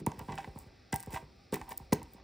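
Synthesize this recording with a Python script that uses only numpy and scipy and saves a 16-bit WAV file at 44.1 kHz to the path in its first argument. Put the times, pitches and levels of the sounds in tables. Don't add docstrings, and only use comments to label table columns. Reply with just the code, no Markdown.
import sys
import numpy as np
from scipy import signal
from scipy.fft import rfft, irfft
from scipy.io import wavfile

SR = 44100
rng = np.random.default_rng(int(sys.argv[2]) if len(sys.argv) > 2 else 0)


def output_pcm(signal):
    pcm = np.clip(np.atleast_2d(signal).T, -1, 1) * 32767
    wavfile.write(sys.argv[1], SR, np.round(pcm).astype(np.int16))


N = 98739

# frequency in Hz, relative level in dB.
HUSH_COLOUR = [(30, -10), (55, 17), (150, 2), (250, 4), (400, -3.5), (620, -6), (750, -4.5), (810, 2.5),
               (880, -39), (980, -39), (1150, -7), (1620, -15.5), (2530, -8.5), (2970, -19), (3570, -13),
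               (5400, -10), (6210, -25.5), (16500, -87)]
# frequency in Hz, relative level in dB.
HUSH_SIDE_COLOUR = [(30, -22), (220, -7), (380, -6), (660, -4.5), (930, -11), (1490, -22), (1800, -58),
                    (5900, -40), (6700, -27), (9000, -44), (12000, -29), (15500, -25), (16500, -15)]
HUSH_DB, HUSH_SIDE_DB = -60, -68.5

# band centre in Hz, t60 in s.
ROOM_T60 = [(150, 0.28), (700, 0.3), (2500, 0.39), (9000, 0.16)]
# frequency in Hz, gain in dB.
ROOM_SIDE_COLOUR = [(150, -20), (700, 14.0), (1300, 15), (2100, -36)]
ROOM_DB, ROOM_SIDE_DB = -16.5, -20.5

# frequency in Hz, phase in rad.
PORT_PHASE = [(6000, 0), (7000, -1.2), (9000, -2.0), (10800, -2.6), (12500, -3.1), (14000, -3.7),
              (15700, -4.4)]
# frequency in Hz, level in dB.
PORT_BALANCE = [(200, 0), (380, -.6), (700, -3.3), (1100, -3.8), (1600, -2.5), (2000, 0)]
LOW_CUT_HZ, EDGE_HZ = 40.5, 16500

# time in s, relative level in dB.
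RUMBLE = [(0.0, -55), (0.15, -55), (0.32, -55), (0.55, -55), (0.72, -64), (0.94, -98), (1.13, -49),
          (1.32, -67.5), (1.51, -91), (1.71, -62), (2.11, -66.5), (2.24, -57)]
# start in s, relative level in dB, strongest pitch in Hz,
# table ring in dB and short knock in dB, both relative to the level.
THUMPS = [(.001, -49, 190, 22, 6), (0.0683, -22.5, 204, -7, -12), (0.175, -44.5, 88, -38, -4),
          (0.207, -40.5, 117, -2, 2), (0.284, -36.5, 165, 2, -4), (.305, -48, 70, 11, 11.5),
          (0.329, -43.5, 153, 8.5, -23), (.473, -39.5, 102, -8, 0), (0.557, -40, 126, -9, -8),
          (0.661, -48, 94, -42, -11), (0.9289, -27, 167, -8, -8), (1.0713, -38, 95, -24, 1.5),
          (1.131, -37.5, 113, -2, 0.5), (1.225, -48, 112, -1, 5.5), (1.5259, -27.5, 278, 6.5, 6.5),
          (1.541, -45, 303, -2, 4), (1.6, -43.5, 74.4, -16, 1), (1.71, -53.5, 252, 9, 11.5),
          (1.8, -45.5, 78.5, 1.5, -25), (1.9239, -15, 274, -9.5, -1), (2.018, -47, 87, -25, -29),
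          (2.146, -47, 259, -18.5, -7)]
# frequency in Hz, relative level in dB, t60 in s.
TABLE_MODES = [(58.6, -7.5, 0.28), (105.2, -2.5, 0.2), (154.75, -1, 0.24), (193.3, -5, 0.32),
               (252, -2, 0.22), (317, -2, 0.33), (375.7, 5.5, 0.12), (422.2, -4.5, 0.2), (521, 7.5, 0.047)]
# frequency in Hz, relative level in dB, t60 in s.
PANEL_MODES = [(415, 0, .06), (490, -2, .045)]
# frequency in Hz, gain in dB.
TABLE_COLOUR = [(510, 0), (640, -9), (2000, -14)]
BEND_TURNS, BEND_START_S = 1.454, 0.003377
BEND_WIDTH_LN, BEND_WIDTH_HIGH_LN = 0.51, 2
BEND_RISE_S, RING_RISE_S, PANEL_DELAY_S = 0.0027, 0.017, 0.0022
RUMBLE_DB = -3.0

# start in s, relative level in dB, relative brightness in dB,
# strongest low mode in Hz, strongest high mode in Hz.
KNOCKS = [(0.067, -23.5, -15.5, 876, 1870), (0.119, -36.5, -10, 930, 1870),
          (0.195, -38.5, -10.5, 880, 1720), (0.285, -40.5, -28, 980, 1600), (0.299, -35.5, -13, 940, 1900),
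          (0.324, -37.5, -2.5, 1000, 1850), (0.3785, -41, 5.5, 1000, 2220), (0.386, -26.5, -19, 747, 2530),
          (0.445, -36, -5, 940, 1840), (0.561, -40.5, -42, 847, 1900), (0.574, -43.5, -15, 820, 1870),
          (0.927, -33.5, -9, 970, 1580), (0.941, -28, -12.5, 910, 1650), (0.956, -32, -11, 860, 1930),
          (1.034, -44, -11, 955, 1720), (0.477, -43.5, -22, 800, 1900), (1.073, -40, -27, 770, 1600),
          (1.145, -47, 5.5, 930, 1760), (1.162, -25, -14.5, 833, 2080), (1.173, -30.5, -31, 955, 2000),
          (1.526, -40, -31, 990, 1800), (1.533, -32, -22, 1040, 2150), (1.543, -43, 6, 890, 1750),
          (1.556, -49, 7, 960, 1780), (1.567, -33, -27, 990, 1900), (1.615, -32.5, -12, 1000, 1800),
          (1.622, -37, -36, 760, 1600), (1.801, -43, -25, 795, 1500), (1.9235, -37, -0.5, 785, 1900),
          (1.927, -21, -18.5, 890, 2140), (1.931, -24, -35, 884, 1500), (2.018, -40.5, -15, 930, 1900)]
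# frequency in Hz, relative level in dB, t60 in s.
JAR_LOW_MODES = [(670, 0, .04), (787, -3, .07), (897, -3, .05), (940, -1, .045), (1000, -5, .04),
                 (1098, -9, .035), (1390, -14, .025)]
# frequency in Hz, relative level in dB, t60 in s.
JAR_HIGH_MODES = [(1600, -2, .025), (1830, -3, .02), (1980, 0, .025), (2250, -2, .018), (2560, -3, .02),
                  (2900, -6, .012), (3300, -8, .012), (3700, -9, .012), (4800, -8, .01), (5450, -8, .012)]
# time in s, relative level in dB, high over low modes in dB.
JAR_RUB = [(0, -44.5, 0.5), (0.059, -109, -36), (0.068, -33, -26), (.16, -61.5, 0), (0.199, -39.5, -11),
           (0.233, -50.5, -13), (0.272, -64.5, 2), (0.29, -38, -15), (0.334, -39.5, -9), (.37, -57.5, 1),
           (0.389, -44.5, 1), (0.462, -53, -5), (.54, -62.5, -8), (.58, -53, -12), (.7, -68, 1),
           (0.921, -83, 15), (0.93, -35, -0.5), (0.969, -50.5, -8.5), (1.02, -74, 14), (1.1, -50, -12.5),
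           (1.119, -44, -4.5), (1.171, -36.5, -3), (1.21, -79, -10), (1.3, -86, -11), (1.52, -81, 8),
           (1.53, -29.5, -7), (1.58, -54, 2.5), (1.661, -57.5, -12), (1.721, -37, -7), (1.759, -79, 4.5),
           (1.81, -53.5, -9.5), (1.916, -89, -2), (1.927, -37, -1), (1.948, -60, 11), (2.0, -59.5, 1.5),
           (2.12, -67, -6), (2.191, -53.5, -9), (2.24, -65, -10)]
# frequency in Hz, gain in dB.
JAR_RADIATION = [(400, -16), (640, -10), (760, 0)]
CHATTER_S, CHATTER_PER_S, CHATTER_SPREAD_DB = 0.0035, 2500, 3
KNOCK_BRIGHT_DB = 7.5
RUB_DB, RUB_PER_S, RUB_SPREAD_DB = -6, 900, 3
TABLE_FOCUS_DB, JAR_LOW_FOCUS_DB, JAR_HIGH_FOCUS_DB = 11, 46, 18

# time in s, relative level in dB.
GRIT = [(0, -43.5), (0.06, -121), (0.075, -54), (0.16, -59), (0.24, -53), (0.3, -54.5), (0.4, -49),
        (0.54, -63), (0.6, -48), (0.7, -69), (0.92, -71), (0.935, -38), (0.965, -43.5), (1.1, -58),
        (1.125, -39.5), (1.15, -34), (1.18, -47), (1.26, -67), (1.515, -69), (1.535, -29.5), (1.58, -49.5),
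        (1.68, -59), (1.71, -37.5), (1.74, -55), (1.78, -58), (1.88, -66), (1.918, -66), (1.93, -19),
        (1.95, -60), (2.1, -63), (2.14, -54), (2.24, -85)]
# start in s, relative level in dB, treble tilt in dB.
SNAPS = [(0.0642, -23, 1), (0.067, -38, 11), (0.0681, -32.5, -4), (0.118, -39.5, -19), (0.192, -35, 12),
         (0.1941, -37.5, -31), (0.3217, -40, -28), (0.3557, -40, 4), (0.3836, -35, -21), (0.5871, -40, 15),
         (0.5894, -35.5, 10), (0.9246, -34.5, 15), (0.9282, -24.5, -24), (0.9391, -52, 0),
         (0.9415, -27.5, 2), (0.9435, -27, 7), (0.956, -34, 13), (0.9608, -24.5, 7), (0.9988, -40, -8),
         (1.004, -31.5, 8), (1.028, -38, 0), (1.0339, -38, 7), (1.0618, -40.5, 6), (1.1071, -41, 16),
         (1.1314, -39, 0), (1.1425, -40, 6), (1.1637, -41.5, 10), (1.525, -34, -10), (1.537, -31.5, -23),
         (1.5424, -24, 0), (1.5578, -32, 9), (1.6146, -40, -17), (1.6924, -32.5, 16), (1.7146, -34, 30),
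         (1.7179, -40.5, 8), (1.7203, -38, -15), (1.729, -35, 25), (1.7758, -26.5, 20), (1.7789, -32.5, 6),
         (1.9233, -26, -11), (1.9272, -24.5, -25), (1.9305, -22, -20), (1.9315, -20, 2), (1.9346, -21, 14),
         (1.9389, -31.0, 13), (2.0308, -39, 2), (2.1356, -43, 14)]
# frequency in Hz, gain in dB.
CRISP_COLOUR = [(2000, -21), (4800, -4), (6300, -5.5), (8000, 4), (10500, 0.5), (12500, 0), (15000, 6.5),
                (17000, -34)]
# frequency in Hz, gain in dB.
CRISP_FOOT = [(700, -30), (2000, 0)]
GRIT_DB, GRIT_PER_S, GRIT_SPREAD_DB = -10.5, 11000, 6
SNAP_DB, SNAP_RISE_S, SNAP_DECAY_S = 14.0, 0.0001, 0.00045


def amp(db):
    return 10 ** (np.asarray(db) / 20)


def evened(x):
    return x / np.sqrt(np.mean(x ** 2) + 1e-20)


def curve(points):
    return amp(np.interp(np.arange(N) / SR, *np.transpose(points)))


def read(points, hz):
    f_hz, value = np.transpose(points)
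    return np.interp(np.log(hz + 1), np.log(f_hz + 1), value)


def colour(x, points):
    hz = np.fft.rfftfreq(x.shape[-1], 1 / SR)
    return irfft(rfft(x) * amp(read(points, hz)), x.shape[-1])


def add(mix, start_s, sound):
    part = mix[round(start_s * SR):][:len(sound)]
    part += sound[:len(part)]


def focus(modes, top_hz, loss_db):
    return [(hz, db - loss_db * abs(np.log2(hz / top_hz)), t60_s) for hz, db, t60_s in modes]


def ring(modes, spread_db=0.):
    t = np.arange(SR // 3) / SR
    out = np.zeros(len(t))
    for hz, db, t60_s in modes:
        level_db = db + spread_db * rng.standard_normal()
        out += amp(level_db - 60 * t / abs(t60_s)) * np.sin(2 * np.pi * hz * t)
    return out / abs(out).max()


def grains(per_s, spread_db, count):
    size = amp(spread_db * np.minimum(rng.exponential(1, count), 4))
    sign = rng.choice([-1, 1], count)
    return size * sign * (rng.random(count) < per_s / SR)


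def room_noise():
    side = amp(HUSH_SIDE_DB) * evened(colour(rng.standard_normal(N), HUSH_SIDE_COLOUR))
    mid = amp(HUSH_DB) * evened(colour(rng.standard_normal(N), HUSH_COLOUR))
    return mid, side


def room(x):
    hz, t, bands = signal.stft(rng.standard_normal((2, SR // 2)), SR, nperseg=256)
    decay = amp(-60 * t / abs(read(ROOM_T60, hz))[:, None])
    tail = signal.istft(bands * decay, SR, nperseg=256)[1]
    tail = tail * np.minimum(np.arange(tail.shape[1]) / (0.014 * SR), 1)
    return signal.fftconvolve(x[None], tail / np.linalg.norm(tail[0]), axes=1)[:, :N]


def ports(x):
    hz = np.fft.rfftfreq(N, 1 / SR)
    half = np.exp(.5j * read(PORT_PHASE, hz)) * amp(read(PORT_BALANCE, hz) / 2)
    return irfft(rfft(x) * np.array([half, 1 / half]), N)


def table_rumble():
    shake = signal.oaconvolve(rng.standard_normal(N), ring(TABLE_MODES))[:N]
    return amp(RUMBLE_DB) * curve(RUMBLE) * evened(shake)


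def table_thumps():
    out, t = np.zeros(N), np.arange(1, SR // 3) / SR
    for start_s, db, hz, ring_db, knock_db in THUMPS:
        late = np.log(t * hz / BEND_TURNS)
        width = np.where(late < 0, BEND_WIDTH_HIGH_LN, BEND_WIDTH_LN)
        shape = np.exp(-.5 * (late / width) ** 2) * np.minimum(t / BEND_RISE_S, 1) ** 2
        bend = shape * np.cos(2 * np.pi * BEND_TURNS * np.log(t / BEND_START_S))
        struck = ring(focus(TABLE_MODES, hz, TABLE_FOCUS_DB), spread_db=3)[1:]
        struck = struck * np.minimum(t / RING_RISE_S, 1)
        add(out, start_s, amp(db) * (bend + amp(ring_db) * struck))
        add(out, start_s + PANEL_DELAY_S, amp(db + knock_db) * ring(PANEL_MODES))
    return colour(out, TABLE_COLOUR)


def jar_rub():
    out = np.zeros(N)
    rub = evened(grains(RUB_PER_S, RUB_SPREAD_DB, count=N))
    time_s, db, bright_db = np.transpose(JAR_RUB)
    for modes, level_db in ((JAR_LOW_MODES, db), (JAR_HIGH_MODES, db + bright_db)):
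        body = ring(modes)
        drive = rub * curve(np.transpose([time_s, level_db]))
        out += amp(RUB_DB) * signal.oaconvolve(drive, body / np.linalg.norm(body))[:N]
    return colour(out, JAR_RADIATION)


def jar_knocks():
    out, t = np.zeros(N), np.arange(600) / SR
    for start_s, db, bright_db, low_hz, high_hz in KNOCKS:
        chatter = grains(CHATTER_PER_S, CHATTER_SPREAD_DB, count=600) * np.exp(-t / CHATTER_S)
        chatter[0] += 5
        low_modes = focus(JAR_LOW_MODES, low_hz, JAR_LOW_FOCUS_DB)
        high_modes = focus(JAR_HIGH_MODES, high_hz, JAR_HIGH_FOCUS_DB)
        low = signal.oaconvolve(chatter, ring(low_modes, spread_db=2))
        high = signal.oaconvolve(chatter, ring(high_modes, spread_db=2))
        high_gain = amp(bright_db + KNOCK_BRIGHT_DB)
        add(out, start_s, amp(db) * (low / abs(low).max() + high_gain * high / abs(high).max()))
    return colour(out, JAR_RADIATION)


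def powder_grit():
    return amp(GRIT_DB) * evened(grains(GRIT_PER_S, GRIT_SPREAD_DB, count=N)) * curve(GRIT)


def pill_snaps():
    out, t = np.zeros(N), np.arange(256) / SR
    for start_s, db, tilt_db in SNAPS:
        shape = (1 - np.exp(-t / SNAP_RISE_S)) * np.exp(-t / SNAP_DECAY_S)
        crack = np.roll(rng.standard_normal(256) * shape, 40)
        crack = colour(crack, [(7000, -tilt_db / 2), (15000, tilt_db / 2)])
        add(out, start_s - 44 / SR, amp(db + SNAP_DB) * crack / np.linalg.norm(crack))
    return out


def pills():
    return colour(colour(pill_snaps() + powder_grit(), CRISP_COLOUR), CRISP_FOOT)


def scene():
    dry = table_thumps() + table_rumble() + jar_knocks() + jar_rub() + pills()
    wet = amp(ROOM_DB) * room(dry)
    noise_mid, noise_side = room_noise()
    side = amp(ROOM_SIDE_DB) * colour(wet[1], ROOM_SIDE_COLOUR) + noise_side
    return ports(dry + wet[0]) + noise_mid + side * np.array([[1], [-1]])


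def record(dry):
    low_cut = signal.butter(4, LOW_CUT_HZ, "high", fs=SR, output="sos")
    band_limit = signal.firwin(511, EDGE_HZ, window=("kaiser", 9), fs=SR)
    return signal.oaconvolve(signal.sosfilt(low_cut, dry), band_limit[None], "same")


dry = scene()
out = record(dry)
output_pcm(out)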